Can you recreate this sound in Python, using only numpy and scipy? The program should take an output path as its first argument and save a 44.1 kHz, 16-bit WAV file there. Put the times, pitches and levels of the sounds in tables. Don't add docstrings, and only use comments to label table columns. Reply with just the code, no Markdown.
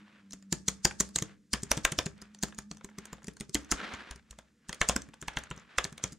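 import sys
import numpy as np
from scipy import signal
from scipy.fft import rfft, irfft
from scipy.io import wavfile

SR = 44100
rng = np.random.default_rng(int(sys.argv[2]) if len(sys.argv) > 2 else 0)


def materialize(psi):
    bounded = np.clip(np.atleast_2d(psi).T, -1, 1)
    quanta = np.round(bounded * 32767).astype(np.int16)
    wavfile.write(sys.argv[1], SR, quanta)


def nominal_scale(level):
    x = np.asarray(level, float) / 20
    return 10 ** x


N = 272538


def rms_one(x):
    return x / np.sqrt(np.mean(x ** 2) + 1e-20)


def at_hz(points, hz):
    curve_hz, value = np.transpose(points)
    return np.interp(np.log(hz), np.log(curve_hz), value)


def drift(rate_hz):
    pole = np.exp(-2 * np.pi * rate_hz * 40 / SR)
    noise = rng.standard_normal(N // 40 + 2002)
    slow = signal.lfilter([1], [1, -2 * pole, pole * pole], noise)[2000:]
    return np.interp(np.arange(N) / 40, np.arange(len(slow)), rms_one(slow))


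def coloured(spectrum, alike):
    hz = np.maximum(np.fft.rfftfreq(N, 1 / SR), 1)
    white = rfft(rng.standard_normal((2, N)))
    mid, side = irfft(white * nominal_scale(at_hz(spectrum, hz)), N)
    alike = np.clip(alike, 0, 1)
    opposed = side * np.array([[1], [-1]])
    return rms_one(np.sqrt(1 + alike) * mid + np.sqrt(1 - alike) * opposed)


def add(out, s, wave):
    i = round(s * SR)
    out[..., i:i + wave.shape[-1]] += wave[..., :N - i]


# frequency in Hz, relative density in dB per Hz.
AIR_COLOUR = [(15, -40.5), (25, -7), (90, -7), (213, 6.5), (438, -12), (488, -5), (691, -35), (1630, -20),
              (3260, -25), (7000, -22), (15000, -40)]


def air():
    return nominal_scale(-69.5) * coloured(AIR_COLOUR, alike=1.0)


# time in seconds, pitch in Hz before its jitter,
# level in dB before its flutter, level of the partial a fifth above in dB before its flutter.
HUM_PATH = [(0, 205, -59, -68.5), (.15, 206, -63.5, -73), (.3, 196, -57, -76.5), (.6, 194, -54, -72.5),
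            (.8, 196, -59, -72), (1.1, 197, -56, -72.5), (1.35, 201, -63, -70.5), (1.5, 200, -70, -80.5),
            (2.1, 207, -63.5, -86), (2.5, 209, -55.5, -76), (2.9, 210, -58.5, -89.5),
            (3.2, 212, -63, -78.5), (3.5, 215, -84.5, -73.5), (3.9, 212, -74.5, -78.5),
            (4.3, 215, -79.5, -96), (4.6, 220.7, -78.5, -102.5)]


def hum():
    s, *columns = np.transpose(HUM_PATH)
    hz, db, fifth_db = [np.interp(np.arange(N) / SR, s, column) for column in columns]
    phase = 2 * np.pi * np.cumsum(hz * (1 + 0.017 * drift(45))) / SR
    tone = 0
    for ratio, level_db in [(1, db), (3 / 2, fifth_db), (1 / 2, db - 20)]:
        tone = tone + nominal_scale(level_db + 2.4 * drift(8.4)) * np.sin(ratio * phase)
    return np.sqrt(2) * tone


# loudest moment in seconds, level there in dB before grain and drag,
# time to swell by 10 dB in seconds, time to fade by 10 dB in seconds (the sign of both times has no effect).
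CLOTH_SWEEPS = [(0, -61.5, .04, -0.0417), (.18, -65.5, -3.0437, 0.0773), (0.421, -78.5, -3.4017, 0.1321),
                (.8, -72, 0.217, 0.52), (1.301, -60.5, -0.0443, 0.0511), (1.7, -61.5, 0.1084, 0.3517),
                (2.2, -64, 0.0408, 0.159), (2.52, -68.5, 0.1718, 0.0948), (2.85, -72.5, 0.1305, 0.24),
                (3.05, -61, 0.0893, 0.1804), (3.56, -60, -0.0068, 0.1958), (3.85, -42.5, 0.1187, 0.1664),
                (4.051, -51, 0.1067, 0.0833), (4.2, -65.5, 0.0668, 0.0008), (4.48, -74.5, 1.2989, 0.0638),
                (4.82, -62.5, 0.1774, 0.357), (5.42, -57, 0.1607, -0.0782), (5.55, -61, 0.0668, 0.1781),
                (5.71, -58, 0.033, 0.195), (6.03, -58.5, 0.0581, 0.1072)]


def sweep_db():
    t, power = np.arange(N) / SR, 1e-12
    for s, db, swell_s, fade_s in CLOTH_SWEEPS:
        fall_db = 10 * ((t - s) / np.where(t < s, swell_s, fade_s)) ** 2
        power = power + nominal_scale(db - fall_db) ** 2
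    return 10 * np.log10(power)


# frequency in Hz, relative density in dB per Hz.
CLOTH_COLOUR = [(90, -35.5), (200, -2), (450, -5.5), (800, -7), (1500, -0.5), (2300, -5), (3500, -10),
                (6000, -22.5), (9000, -31.5), (15000, -51.5)]


def rustle():
    db = sweep_db()
    noise = coloured(CLOTH_COLOUR, alike=0.78)
    lows = signal.sosfilt(signal.butter(2, 900, fs=SR, output="sos"), noise)
    drag = nominal_scale(np.minimum(0.17 * (db + 50.5), 3.5))
    grain = nominal_scale(2.3 * drift(150) + 1.5 * drift(12))
    return nominal_scale(db) * grain * (noise + (drag - 1) * lows)


# frequency in Hz, time to fall by 60 dB in seconds.
ROOM_DECAY = [(100, 0.44), (400, 0.37), (1200, 0.27), (3000, 0.19), (7000, 0.12), (14000, 0.07)]


def room(x):
    t, tail = np.arange(int(.5 * SR)) / SR, 0
    edges = 60 * 2 ** np.arange(0, 8.1, .5)
    white = rng.standard_normal((3, len(t)))
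    white = white[0] + 1.6 * white[1:]
    for low, high in zip(edges, edges[1:]):
        band = signal.sosfilt(signal.butter(2, [low, high], "band", fs=SR, output="sos"), white)
        tail = tail + band * nominal_scale(-60 * t / at_hz(ROOM_DECAY, np.sqrt(low * high)))
    tail = tail * (1 - np.exp(-(t / 0.0033) ** 2))
    tail = nominal_scale(-16.5) * tail / np.sqrt(np.sum(tail ** 2) / 2)
    return signal.fftconvolve(x, tail, axes=1)[:, :N]


# time in seconds, cap tick level in dB.
TOUCH_ROWS = [(0.3093, -38.5), (.323, -37.5), (0.3332, -29.5), (0.526, -14.5), (0.6814, -19.5),
              (0.8495, -11), (1.002, -14), (1.16, -13), (1.5332, -14.5), (1.6223, -40), (1.7107, -26.5),
              (1.7712, -28), (1.849, -21), (1.92, -27), (1.9825, -35), (2.0602, -25.5), (2.2176, -37.5),
              (2.389, -44), (2.4281, -21), (2.5473, -43), (2.5832, -36.5), (3.2312, -47), (3.2708, -36),
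              (3.4014, -34), (3.5465, -13.5), (3.7156, -11), (3.9489, -39.5), (4.1106, -33), (4.6872, -38),
              (4.889, -9.5), (5.2159, -32.5), (5.28, -35), (5.3679, -37.5), (5.5038, -40), (5.564, -45.5),
              (5.598, -47), (5.7832, -22), (5.8433, -20), (6.0396, -15.5), (6.1219, -41.5), (6.1302, -38)]
# time in seconds, cap tick level in dB, plate knock level in dB,
# where the plate rings most in Hz, thud level in dB, thud pitch in Hz.
PRESS_ROWS = [(0.3361, -33, -45.5, 1480, -43, 234.9), (0.528, -17, -29, 981.8, -23.5, 176.2),
              (0.6847, -12.5, -27.5, 1780, -28, 163.5), (.853, -7.5, -17.5, 1969, -20.5, 165.9),
              (1.0068, -9.5, -23.5, 1209, -25, 195.9), (1.163, -18.5, -31.5, 1400, -33, 143),
              (1.5372, -16, -17.5, 2700, -28.5, 228.6), (1.716, -9.5, -16, 1160, -31.5, 233.2),
              (1.851, -12, -12.5, 2933, -32.5, 314.1), (1.9887, -13, -18, 2713, -28.5, 300.4),
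              (2.2222, -41.5, -43, 1250, -45, 199.2), (2.4349, -15, -26, 1104, -26.5, 206.4),
              (2.5876, -26.5, -34.5, 1795, -37.5, 214.7), (2.714, -29, -40.5, 1818, -38.5, 182),
              (2.846, -33, -41.5, 1286, -37.5, 199), (2.9857, -32.5, -39, 1600, -35.5, 193.1),
              (3.1308, -32.5, -36, 1300, -37.5, 197.2), (3.283, -31.5, -37, 1678, -31.5, 191.8),
              (3.409, -27.5, -34, 3062, -34, 213.4), (3.5527, -18.5, -21.5, 1900, -24, 280.2),
              (3.7217, -16, -18.5, 1282, -24, 268), (4.1122, -37, -35, 2154, -50.5, 230.4),
              (4.3102, -34.5, -46.5, 3390, -53.5, 143), (4.388, -38, -41, 1650, -49, 161),
              (4.694, -28, -30.5, 1807, -37.5, 177.5), (4.8154, -13.5, -11.5, 3040, -32, 143),
              (4.8952, -15, -13.5, 1331, -26, 176.6), (4.963, -17.5, -22.5, 1070, -26.5, 236.6),
              (5.2259, -36, -36.5, 1415, -39, 149.1), (5.2827, -26.5, -25, 1960, -41, 150.3),
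              (5.3715, -26.5, -21, 1817, -31.5, 141), (5.512, -36.5, -27.5, 1250, -34.5, 149.3),
              (5.7846, -20, -14, 2140, -42.5, 143), (5.851, -29.5, -27.5, 1620, -32.5, 151.1),
              (6.0424, -31.5, -27.5, 3102, -29, 118.9)]
# time in seconds, cap tick level in dB,
# plate knock level in dB, thud level in dB.
CLICK_ROWS = [(0.4258, -47.5, -57.5, -67.5), (0.9106, -42.5, -34, -58), (1.09, -40.5, -53, -59),
              (1.1868, -18, -28.5, -40.5), (1.224, -21, -29.5, -26), (1.6338, -25, -45, -28.5),
              (1.7757, -23, -29.5, -24.5), (1.9226, -22.5, -29.5, -28.5), (2.065, -27.5, -31, -25.5),
              (2.348, -38.5, -48.5, -58.5), (2.4845, -41.5, -45, -59), (2.771, -42, -49, -57.5),
              (3.0556, -34.5, -44, -58.5), (3.2444, -38.5, -46.5, -46), (3.3691, -40.5, -49, -57.5),
              (3.4953, -36, -52.5, -41.5), (3.6471, -44.5, -53, -60), (3.802, -45, -31, -59.5),
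              (3.9376, -36, -38.5, -40), (4.1602, -41, -47.5, -46.5), (4.7292, -27.5, -30, -54.5),
              (4.746, -36.5, -53, -60), (4.834, -40, -43.5, -59.5), (5.0201, -33, -50.5, -60),
              (5.0885, -52.5, -50, -43.5), (5.141, -42.5, -48.5, -56.5), (5.337, -48, -62.5, -60.5),
              (5.388, -33, -60, -59.5), (5.4373, -38, -44.5, -58), (5.5772, -40.5, -45, -43),
              (5.9268, -41.5, -45.5, -39.5), (5.9798, -35.5, -40, -56.5), (6.125, -41.5, -52, -39.5)]
# time in seconds, plate knock level in dB.
NUDGE_ROWS = [(.1855, -52.5), (2.1145, -54), (2.5249, -44), (2.8109, -45.5), (2.8892, -46), (2.9147, -53.5),
              (3.1828, -50.5), (3.2206, -46.5), (3.8447, -38), (4.3277, -50), (5.136, -46), (5.805, -42.5),
              (5.9977, -46)]


def contacts():
    touches = [(s, db, db - 18, 2700) for s, db in TOUCH_ROWS]
    blows = [row[:4] for row in PRESS_ROWS] + [(*row[:3], 1900) for row in CLICK_ROWS]
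    bounces = []
    for (s, tick_db, knock_db, _), late in zip(blows, rng.standard_normal(len(blows))):
        delay_s = .008 * np.exp(.25 * late)
        bounces.append((s + delay_s, tick_db - 22, knock_db - 17, 1434))
    nudges = [(s, db - 16.5, db, 1173.3) for s, db in NUDGE_ROWS]
    count = 16
    when = rng.uniform(2.0, 3.7, count)
    spread_db = rng.standard_normal((count, 2))
    fidgets = [(s, -53.5 + a, -63 + b, 1500) for s, (a, b) in zip(when, spread_db)]
    return np.array(touches + blows + bounces + nudges + fidgets)


# frequency in Hz, relative density in dB per Hz.
CAP_GRIT = [(1500, -24), (3000, -16.5), (4500, -6.5), (6600, -3), (8500, -8), (12900, -30), (16000, -43)]
# frequency in Hz, relative density in dB per Hz.
PLATE_GRIT = [(200, -20.5), (500, 0.5), (780, -7), (1400, -3), (2500, -11), (3600, -8.5), (6000, -49.5)]


def grit(blows_s, blows_db, colour, swell_db, swell_s, after_db, t60, alike):
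    since = np.arange(-.03 * SR, .35 * SR) / SR
    swell = nominal_scale(swell_db) * np.exp(since / swell_s)
    after = nominal_scale(after_db - 60 * since / t60)
    envelope = np.where(since < 0, swell, after)
    power = np.zeros(N)
    for s, db in zip(blows_s, blows_db):
        add(power, s + since[0], (nominal_scale(db) * envelope) ** 2)
    return np.sqrt(power) * nominal_scale(2.5 * drift(200)) * coloured(colour, alike)


def chatter(taps):
    s, tick_db, knock_db, _ = taps.T
    caps = grit(s, tick_db, CAP_GRIT, swell_db=-25.5, swell_s=0.0062, after_db=-32.5, t60=0.244, alike=0.43)
    plate = grit(s, knock_db, PLATE_GRIT, swell_db=-34.0, swell_s=0.0026, after_db=-18.5, t60=0.14117, alike=0.98)
    return caps + plate


LEAD_S = .008


def struck(modes, favoured_hz, focus_db, spread_db, rattle_s, rattle_db, creep_db):
    hz, level_db, t60 = np.transpose(modes)
    count = len(modes)
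    t = np.arange(int(min(.2, 2 * t60.max()) * SR))[:, None] / SR
    since = np.arange(800) / SR - LEAD_S
    creep = nominal_scale(creep_db) * np.exp(since / .0012)
    shape = np.where(since < 0, creep, nominal_scale(rattle_db) * np.exp(-since / rattle_s))
    signs = (-1) ** np.arange(count)
    draws = rng.standard_normal((len(favoured_hz), 2 * count + len(since)))
    rings = []
    for centre_hz, draw in zip(favoured_hz, draws):
        strength, shift, rattle = np.split(draw, [count, 2 * count])
        blow_hz = hz * np.exp(.05 * shift)
        waves = np.sin(2 * np.pi * blow_hz * t) * nominal_scale(-60 * t / t60)
        force = rattle * shape
        force[round(LEAD_S * SR)] = 1
        off_centre_db = np.minimum(focus_db * np.log2(hz / centre_hz) ** 2, 11)
        gains = nominal_scale(level_db + spread_db * strength - off_centre_db)
        ring = signal.fftconvolve(waves @ (gains * signs), force)
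        rings.append(ring / np.abs(ring).max())
    return np.array(rings)


# time in seconds, level in dB, pitch in Hz.
WRIST_ROWS = [(3.732, -36, 36), (3.931, -41, 76.71), (4.107, -41, 54.78), (4.305, -46.5, 56)]


def shoves():
    t, out = np.arange(int(.2 * SR)) / SR, np.zeros(N)
    pitches = 48 * np.exp(.2 * rng.standard_normal(len(PRESS_ROWS)))
    pushes = []
    for (s, _, knock_db, _, thud_db, _), hz in zip(PRESS_ROWS, pitches):
        pushes.append((s - .008, -13 + 0.62063 * knock_db + .3 * thud_db, hz))
    for s, db, hz in pushes + WRIST_ROWS:
        push = np.sin(2 * np.pi * hz * t) * (t / 0.008) * np.exp(1 - t / 0.0071188)
        add(out, s, nominal_scale(db) * push)
    return out


# frequency in Hz before a small random shift,
# relative level in dB, time to fall by 60 dB in seconds.
MAT_MODES = [(143, -11, 0.16), (203.95, -7.5, 0.13), (297.66, -7.5, 0.08), (398.91, -7, 0.06667)]


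def thuds():
    t, out = np.arange(int(.2 * SR)) / SR, np.zeros(N)
    early_s, click_hz = .004, 151.57
    blows = [(row[0], *row[4:]) for row in PRESS_ROWS] + [(row[0], row[-1], click_hz) for row in CLICK_ROWS]
    pitches = np.array(blows)[:, 2]
    rings = struck(MAT_MODES, pitches, focus_db=-1, spread_db=1.5, rattle_s=0.0054, rattle_db=-15.0, creep_db=-29.5)
    for (s, db, hz), ring in zip(blows, rings):
        swing = -np.sin(2 * np.pi * hz * t) * np.exp(-t / 0.0055282) * (1 - np.exp(-t / 0.0026))
        add(out, s - early_s, nominal_scale(db + 6.5) * swing)
        add(out, s - early_s - LEAD_S, nominal_scale(db - 6) * ring)
    return out


# frequency in Hz before a small random shift,
# relative level in dB, time to fall by 60 dB in seconds.
CAP_MODES = [(4300, -5, .005), (5300, -4, .005), (6200, 0, .005), (7000, -1, .005), (7900, -5, .004),
             (9000, -8, .003), (10500, -16, .002), (12300, -19, .0015), (14500, -24, .001)]
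# frequency in Hz before a small random shift,
# relative level in dB, time to fall by 60 dB in seconds.
PLATE_MODES = [(520, -4, .018), (700, -3, .014), (990, -2, .013), (1300, -3, .011), (1690, 0, .01),
               (2150, 0, .009), (2650, -2, .007), (3400, 0, .007)]


def keys(taps):
    knock_hz = taps[:, 3]
    ticks = struck(CAP_MODES, knock_hz, focus_db=-2, spread_db=3.5, rattle_s=0.0019358, rattle_db=-15.5, creep_db=-18.5)
    knocks = struck(PLATE_MODES, knock_hz, focus_db=3.5, spread_db=3.0, rattle_s=0.0025, rattle_db=-14.5, creep_db=-23.0)
    pans_db = 1.1 * rng.standard_normal(len(taps))
    lean_db = np.array([[.6], [-.6]])
    out = np.zeros((2, N))
    for (s, tick_db, knock_db, _), tick, knock, pan_db in zip(taps, ticks, knocks, pans_db):
        sides = nominal_scale([[pan_db / 2], [-pan_db / 2]])
        add(out, s - LEAD_S - .0004, sides * nominal_scale(tick_db + 1.0) * tick)
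        add(out, s - LEAD_S - .0006, sides * nominal_scale(knock_db + 1.0 + lean_db) * knock)
    return out


def scene():
    taps = contacts()
    board = keys(taps) + thuds() + shoves() + chatter(taps)
    return air() + hum() + rustle() + room(board) + board


def low_pass(x):
    return signal.sosfilt(signal.butter(12, 16640, fs=SR, output="sos"), x)


def record(dry):
    top_side_db, top_hz, left_lag_s, capsule_cut_hz = -5, 11000, 1.4e-5, 15600
    hz = np.fft.rfftfreq(N, 1 / SR)
    shade = nominal_scale(top_side_db / (1 + (top_hz / (hz + 1)) ** 6))
    lag = np.exp(-2j * np.pi * hz * left_lag_s)
    left = irfft(rfft(dry[0]) * shade * lag, N)
    ports = np.array([left, dry[1]])
    mix = signal.sosfilt(signal.butter(4, capsule_cut_hz, fs=SR, output="sos"), ports)
    return low_pass(mix)


dry = scene()
out = record(dry)
materialize(out)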